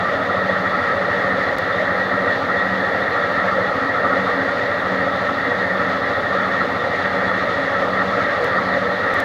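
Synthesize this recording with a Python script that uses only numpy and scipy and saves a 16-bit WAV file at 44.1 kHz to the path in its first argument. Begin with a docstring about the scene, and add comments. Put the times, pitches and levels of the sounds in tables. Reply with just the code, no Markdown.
"""An air compressor thumps and drones in a hard-walled workshop while a spray gun hisses at a wooden table.
Its two pumps turn at nearly the same speed, so their shared low tone slowly swells and fades.
The pistons knock, the panels boom, the tank drones and air rasps in through the intake.
The gun's jet of air hisses and makes the hollows of its nozzle and body whistle.
A few times the sound cuts out for an instant or gives a sharp tick."""
import sys
import numpy as np
from scipy import signal
from scipy.fft import rfft, irfft, next_fast_len
from scipy.io import wavfile
from scipy.ndimage import map_coordinates

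SR = 44100
rng = np.random.default_rng(int(sys.argv[2]) if len(sys.argv) > 2 else 0)


def waveform_to_disk(signal):
    """Save audio, clipped to [-1, 1], as 16-bit WAV at the path in sys.argv[1]."""
    frames = np.transpose(np.atleast_2d(signal))
    scaled = np.clip(frames, -1, 1) * 32767
    samples = np.round(scaled).astype(np.int16)
    wavfile.write(sys.argv[1], SR, samples)


N = 407484

# The tone colour of the workshop's rush, the air jet and the pump housing.
# Each row: frequency in Hz, relative level in dB.
WORKSHOP_COLOUR = [(20, -25.5), (35, -14), (52, -5), (85, -2.5), (160, 5.5), (400, 2), (1000, 2),
                   (3000, -30), (7600, -42), (8400, -36), (9900, -45.5), (11300, -35), (12500, -42),
                   (16000, -42.5)]
JET_COLOUR = [(500, -21.5), (1500, 1.5), (2200, 9), (2550, 0.5), (3100, 0.5), (4000, -2.5), (4600, -5.5),
              (5000, -8), (5900, -14), (6700, -15), (7700, -28), (8400, -27.5), (9700, -43), (16000, -68.5)]
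HOUSING_COLOUR = [(60, -30), (130, -15.5), (175, -10), (215, -14), (272, -7), (320, -5.5), (400, -8.5),
                  (480, -0.5), (560, -1), (660, -1), (820, -2.5), (1000, -7), (1400, -4), (2600, -51.5)]
# The pitches at which each part rings. Each row: pitch in Hz, width in Hz, relative level in dB.
NOZZLE_RINGS = [(1624, 96, -10.5), (1767, 83, -8.5), (1814, 30, -1.5), (1900, 35.5, 0.5), (2010, 117, -12)]
GUN_BODY_RINGS = [(2715, 63, -2), (3422, 78, 2.5), (3626, 190, 0.5), (3810, 150, -6), (4116, 170, -3),
                  (4490, 210, -7)]
PANEL_RINGS = [(271, 14, 1.5), (234.4, 7.4, -7.5)]
TANK_RINGS = [(482.7, 13.5, -3), (527, 12, -2.5), (565.4, 23.5, -1), (625, 16.5, -5)]
INTAKE_RINGS = [(1141, 34, -6.5), (1191, 12.3, -1), (1269, 24, -5), (1314, 30, -1), (1399, 47, -6.5)]
# Slow drifts in the loudness of nozzle and intake. Each row: time in seconds, relative level in dB.
WHISTLE_DRIFT = [(0.0, -27.5), (0.59, -26.5), (0.79, -26.5), (1.31, -26), (1.49, -27.5), (2.29, -26.5),
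                 (2.75, -25), (3.5, -26), (5.43, -27), (5.64, -26), (6.97, -28), (7.28, -25.5),
                 (7.57, -28.5), (9.24, -25)]
RASP_DRIFT = [(0.0, -24.5), (0.51, -27.5), (0.79, -26.5), (2.81, -29), (3.19, -25), (3.83, -27),
              (4.14, -25), (4.32, -28), (5.97, -28), (6.43, -26), (6.97, -29.5), (7.26, -27.5), (8.98, -27),
              (9.24, -27.5)]
# The slow pump, then the fast one. Each row: turns per second, time of a first stroke in seconds.
PUMPS = [(6.768, .05), (6.8155, .086)]
# The strong tones of each pump. Each row: multiple of its turning speed, level in dB.
SLOW_PUMP_TONES = [(13, -47), (15, -52.5), (63, -43), (72, -38), (78, -41.5), (79, -39), (82, -43),
                   (84, -42), (85, -38), (87, -38.5), (105, -38.5), (122, -41), (174, -46), (182, -39),
                   (195, -46.5)]
FAST_PUMP_TONES = [(26, -42), (34, -44.5), (40, -44.5), (72, -41.5), (186, -43.5), (194, -42)]
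# The low tone both pumps share: multiple of the turning speed, then slow and fast pump's base level in dB.
SHARED_TONE = (28, -39.5, -37.3)
# The panels boom. Each row: middle in seconds, boost in dB.
PANEL_BOOMS = [(1.36, 7), (3.85, 12), (4.01, 9.5), (4.18, 5), (4.37, 8), (5.5, 9), (6.68, 7)]
# The tank swells. Each row: middle in seconds, half length in seconds, boost in dB.
TANK_SWELLS = [(3.603, 0.053, 6), (4.167, 0.15, 7), (7.65, .08, 2), (8.4, 0.35, 2.5)]
# Brief chance peaks in the rasping noise. Each row: time in seconds, rough peak level in dB.
RASP_PEAKS = [(0.3716, -14.5), (6.5425, -14), (6.61, -14), (8.5809, -10.5)]
# The sound cuts out. Each row: start in seconds, end in seconds.
SILENT_GAPS = [(1.559, 1.5645), (8.4203, 8.4235), (9.1385, 9.1425)]
# Sharp, dry ticks. Each row: start in seconds, level in dB.
DRY_TICKS = [(1.585, -14), (8.4443, -17), (9.1413, -17.5), (9.2028, -12.5)]

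IN_STEP_S = .51  # a moment when the pumps' shared tones line up
PANEL_DB, TANK_DB, INTAKE_DB = -39, -29.5, -27  # usual levels in the compressor
WHISTLE_DB, JET_DB, BODY_DB = -24.5, -37, -41  # usual levels in the gun
PEAK_RISE_S, PEAK_AVERAGE_DB = .005, -8  # a rasp peak's rise time, and its average level against its top
GAP_FADE_S, TOP_HZ = .00012, 15800


def amp(db):
    """Turn decibels into a volume factor."""
    return 10 ** (np.asarray(db) / 20)


def unit(x):
    """Scale a sound to an average strength (rms) of 1."""
    return x / np.sqrt(np.mean(x ** 2) + 1e-20)


def clock():
    """The time of every sample, in seconds."""
    return np.arange(N) / SR


def wobble(rate):
    """A smooth random curve that heads for a new value rate times a second."""
    return map_coordinates(rng.standard_normal(int(N * rate / SR) + 4), [clock() * rate])


def hump(middle_s, half_s):
    """A smooth rise to 1 and back down."""
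    return np.exp(-((clock() - middle_s) / half_s) ** 2)


def cycle(hz, top_s):
    """A steady swing between -1 and 1, highest at top_s."""
    return np.cos(2 * np.pi * hz * (clock() - top_s))


def drift_db(rows):
    """How far a drifting level lies above or below its own average."""
    level = np.interp(clock(), *np.transpose(rows))
    return level - level.mean()


def filtered(x, response):
    """Turn each frequency up or down by the factor response(hz)."""
    size = next_fast_len(N + SR // 2)
    return irfft(rfft(x, size) * response(np.fft.rfftfreq(size, 1 / SR)), size)[:N]


def coloured(x, colour):
    """Give a sound the tone colour in a table, at strength 1."""
    freqs, db = np.transpose(colour)
    return unit(filtered(x, lambda hz: amp(np.interp(np.log(hz + 1), np.log(freqs), db))))


def blown(rings, surge_db, rate):
    """Swirling air makes a part ring; each pitch surges on its own."""
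    out = np.zeros(N)
    for hz, width, db in rings:
        band = filtered(rng.standard_normal(N), lambda f: 1 / (1 + ((f - hz) / width) ** 2))
        out += band * amp(db + surge_db * wobble(rate))
    return unit(out)


def workshop():
    """The steady, low rush of the room."""
    return amp(-32.5) * coloured(rng.standard_normal(N), WORKSHOP_COLOUR)


def wall_echo(echo_s):
    """One knock bounces among the bare walls, fading by 60 dB in echo_s."""
    t = np.arange(SR) / SR
    return rng.standard_normal(SR) * amp(-60 * t / echo_s)


def spray_gun():
    """The trigger stays down: one unsteady flow of air hisses and makes the nozzle and body ring."""
    flow_db = 0.37 * wobble(12)
    whistle_db = WHISTLE_DB + 0.8 * drift_db(WHISTLE_DRIFT) + flow_db + 1.7 * wobble(24)
    whistle = amp(whistle_db) * blown(NOZZLE_RINGS, surge_db=1.5, rate=20)
    turn_db = 0.12 * (clock() - clock().mean())  # the worker slowly turns and stops shielding the jet
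    jet = amp(JET_DB + turn_db + flow_db + wobble(22)) * coloured(rng.standard_normal(N), JET_COLOUR)
    body = amp(BODY_DB + turn_db + flow_db) * blown(GUN_BODY_RINGS, surge_db=2.5, rate=26)
    return whistle + jet + body


def strokes(speed, first_s, sound, jitter_s, scatter_db):
    """A running pump repeats a sound once a turn, a little uneven in time and strength."""
    turns = np.arange(-8, 70)
    chance = rng.standard_normal((len(turns), 2))
    times = first_s + turns / speed + jitter_s * chance[:, 0]
    lead = 2 * SR  # room for earlier strokes that still echo at the start
    at = np.round(times * SR + lead).astype(int)
    blows = np.bincount(at, amp(scatter_db * chance[:, 1]), N + lead)
    return signal.fftconvolve(blows, sound)[lead:][:N]


def air_pulses(lag_s):
    """The air pulses twice in each turn of the faster pump."""
    speed, first_s = PUMPS[1]
    return cycle(2 * speed, first_s + lag_s)


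def thumps(hz, fade_s, second_db):
    """Each gulp of air into the faster pump is a short, low thump; its second piston is weaker."""
    speed, first_s = PUMPS[1]
    t = np.arange(SR // 4) / SR
    gulp = np.sin(2 * np.pi * hz * t) * (t / fade_s) ** 2 * np.exp(-t / fade_s)
    start = first_s - 2 * fade_s  # so the gulp is loudest on the stroke
    strong = strokes(speed, start, gulp, jitter_s=.0002, scatter_db=1)
    weak = strokes(speed, start + .5 / speed, gulp, jitter_s=.0002, scatter_db=1)
    return unit(strong + amp(second_db) * weak)


def panels():
    """The housing's panels murmur, swelling just after the pumps fall in step, and boom now and then."""
    (slow, _), (fast, _) = PUMPS
    beat = cycle(SHARED_TONE[0] * (fast - slow), top_s=IN_STEP_S + 0.1)
    booms_db = sum(db * hump(middle, half_s=0.058) for middle, db in PANEL_BOOMS)
    level_db = PANEL_DB + 2 * beat + booms_db + 1.2 * wobble(9)
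    return amp(level_db) * blown(PANEL_RINGS, surge_db=.5, rate=12)


def throb():
    """The pumps' shared tone swells when they are in step and nearly cancels when they are opposed."""
    multiple, *levels = SHARED_TONE
    t = clock() - IN_STEP_S
    pair = sum(np.sqrt(2) * amp(db) * np.sin(2 * np.pi * multiple * speed * t)
               for (speed, _), db in zip(PUMPS, levels))
    return amp(-0.65 + 2.4 * wobble(18)) * pair  # the load varies a little from stroke to stroke


def tank():
    """The air tank drones, pushed just after every stroke, and swells now and then."""
    swells_db = sum(db * hump(middle, half) for middle, half, db in TANK_SWELLS)
    level_db = TANK_DB + 3 * air_pulses(lag_s=0.041) + swells_db + 1.3 * wobble(16)
    return amp(level_db) * blown(TANK_RINGS, surge_db=2.5, rate=22)


def intake():
    """Air rasps in with every stroke; the noise flutters and has a few brief peaks."""
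    level_db = INTAKE_DB + 1.3 * drift_db(RASP_DRIFT) + 1.5 * air_pulses(lag_s=0) + 2.25 * wobble(24)
    peaks = np.zeros(N)
    for time, db in RASP_PEAKS:
        age = np.maximum(clock() - time + PEAK_RISE_S / 2, 0) / PEAK_RISE_S
        peaks += amp(db + PEAK_AVERAGE_DB) * age * np.exp(1 - age)
    return (amp(level_db) + peaks) * blown(INTAKE_RINGS, surge_db=2.0, rate=24)


def hum(phase_drift, waver_db):
    """Each pump hums with wavering tones tied to its turning speed."""
    phases = rng.uniform(0, 2 * np.pi, 256)
    t = clock() - IN_STEP_S
    out = np.zeros(N)
    for (speed, _), tones in zip(PUMPS, (SLOW_PUMP_TONES, FAST_PUMP_TONES)):
        for multiple, db in tones:
            hz = multiple * speed
            waver = np.tanh((hz / 600) ** 2)  # high tones waver most as paths through the room change
            phase = 2 * np.pi * hz * t + phases[multiple] + phase_drift * waver * wobble(6)
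            out += amp(db) * unit(amp(waver_db * waver * wobble(7)) * np.sin(phase))
    return out


def clatter(echo_s, jitter_s):
    """Each pump's two pistons knock half a turn apart, each with its own echoes."""
    knocks = sum(strokes(speed, first_s + offset / speed, wall_echo(echo_s), jitter_s, scatter_db=1.5)
                 for speed, first_s in PUMPS for offset in (0, .5))
    return coloured(knocks, HOUSING_COLOUR)


def compressor():
    """Two pumps knock, gulp and hum, and set the panels, tank and intake sounding."""
    knocks = amp(-27) * clatter(echo_s=0.85, jitter_s=.00016)
    gulps = amp(-41) * thumps(hz=104.2, fade_s=0.00682, second_db=-0.5)
    return knocks + gulps + panels() + tank() + intake() + hum(phase_drift=0.61, waver_db=4.5) + throb()


def scene():
    """The compressor and the gun over the rush of the workshop, in one channel."""
    return (workshop() + compressor() + spray_gun())[None]


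def record(dry):
    """Add the brief silences and the ticks, then remove the very highest treble."""
    t = clock()
    silent = sum(np.clip(np.minimum(t - start, end - t) / GAP_FADE_S, 0, 1) for start, end in SILENT_GAPS)
    sound = dry[0] * (1 - silent)
    tick = np.exp(-t[:SR // 100] / .00018)  # a sudden jump that falls back at once
    for start, db in DRY_TICKS:
        sound[round(start * SR):][:len(tick)] += amp(db) * tick
    return filtered(sound, lambda hz: hz < TOP_HZ)[None]


dry = scene()
out = record(dry)
waveform_to_disk(out)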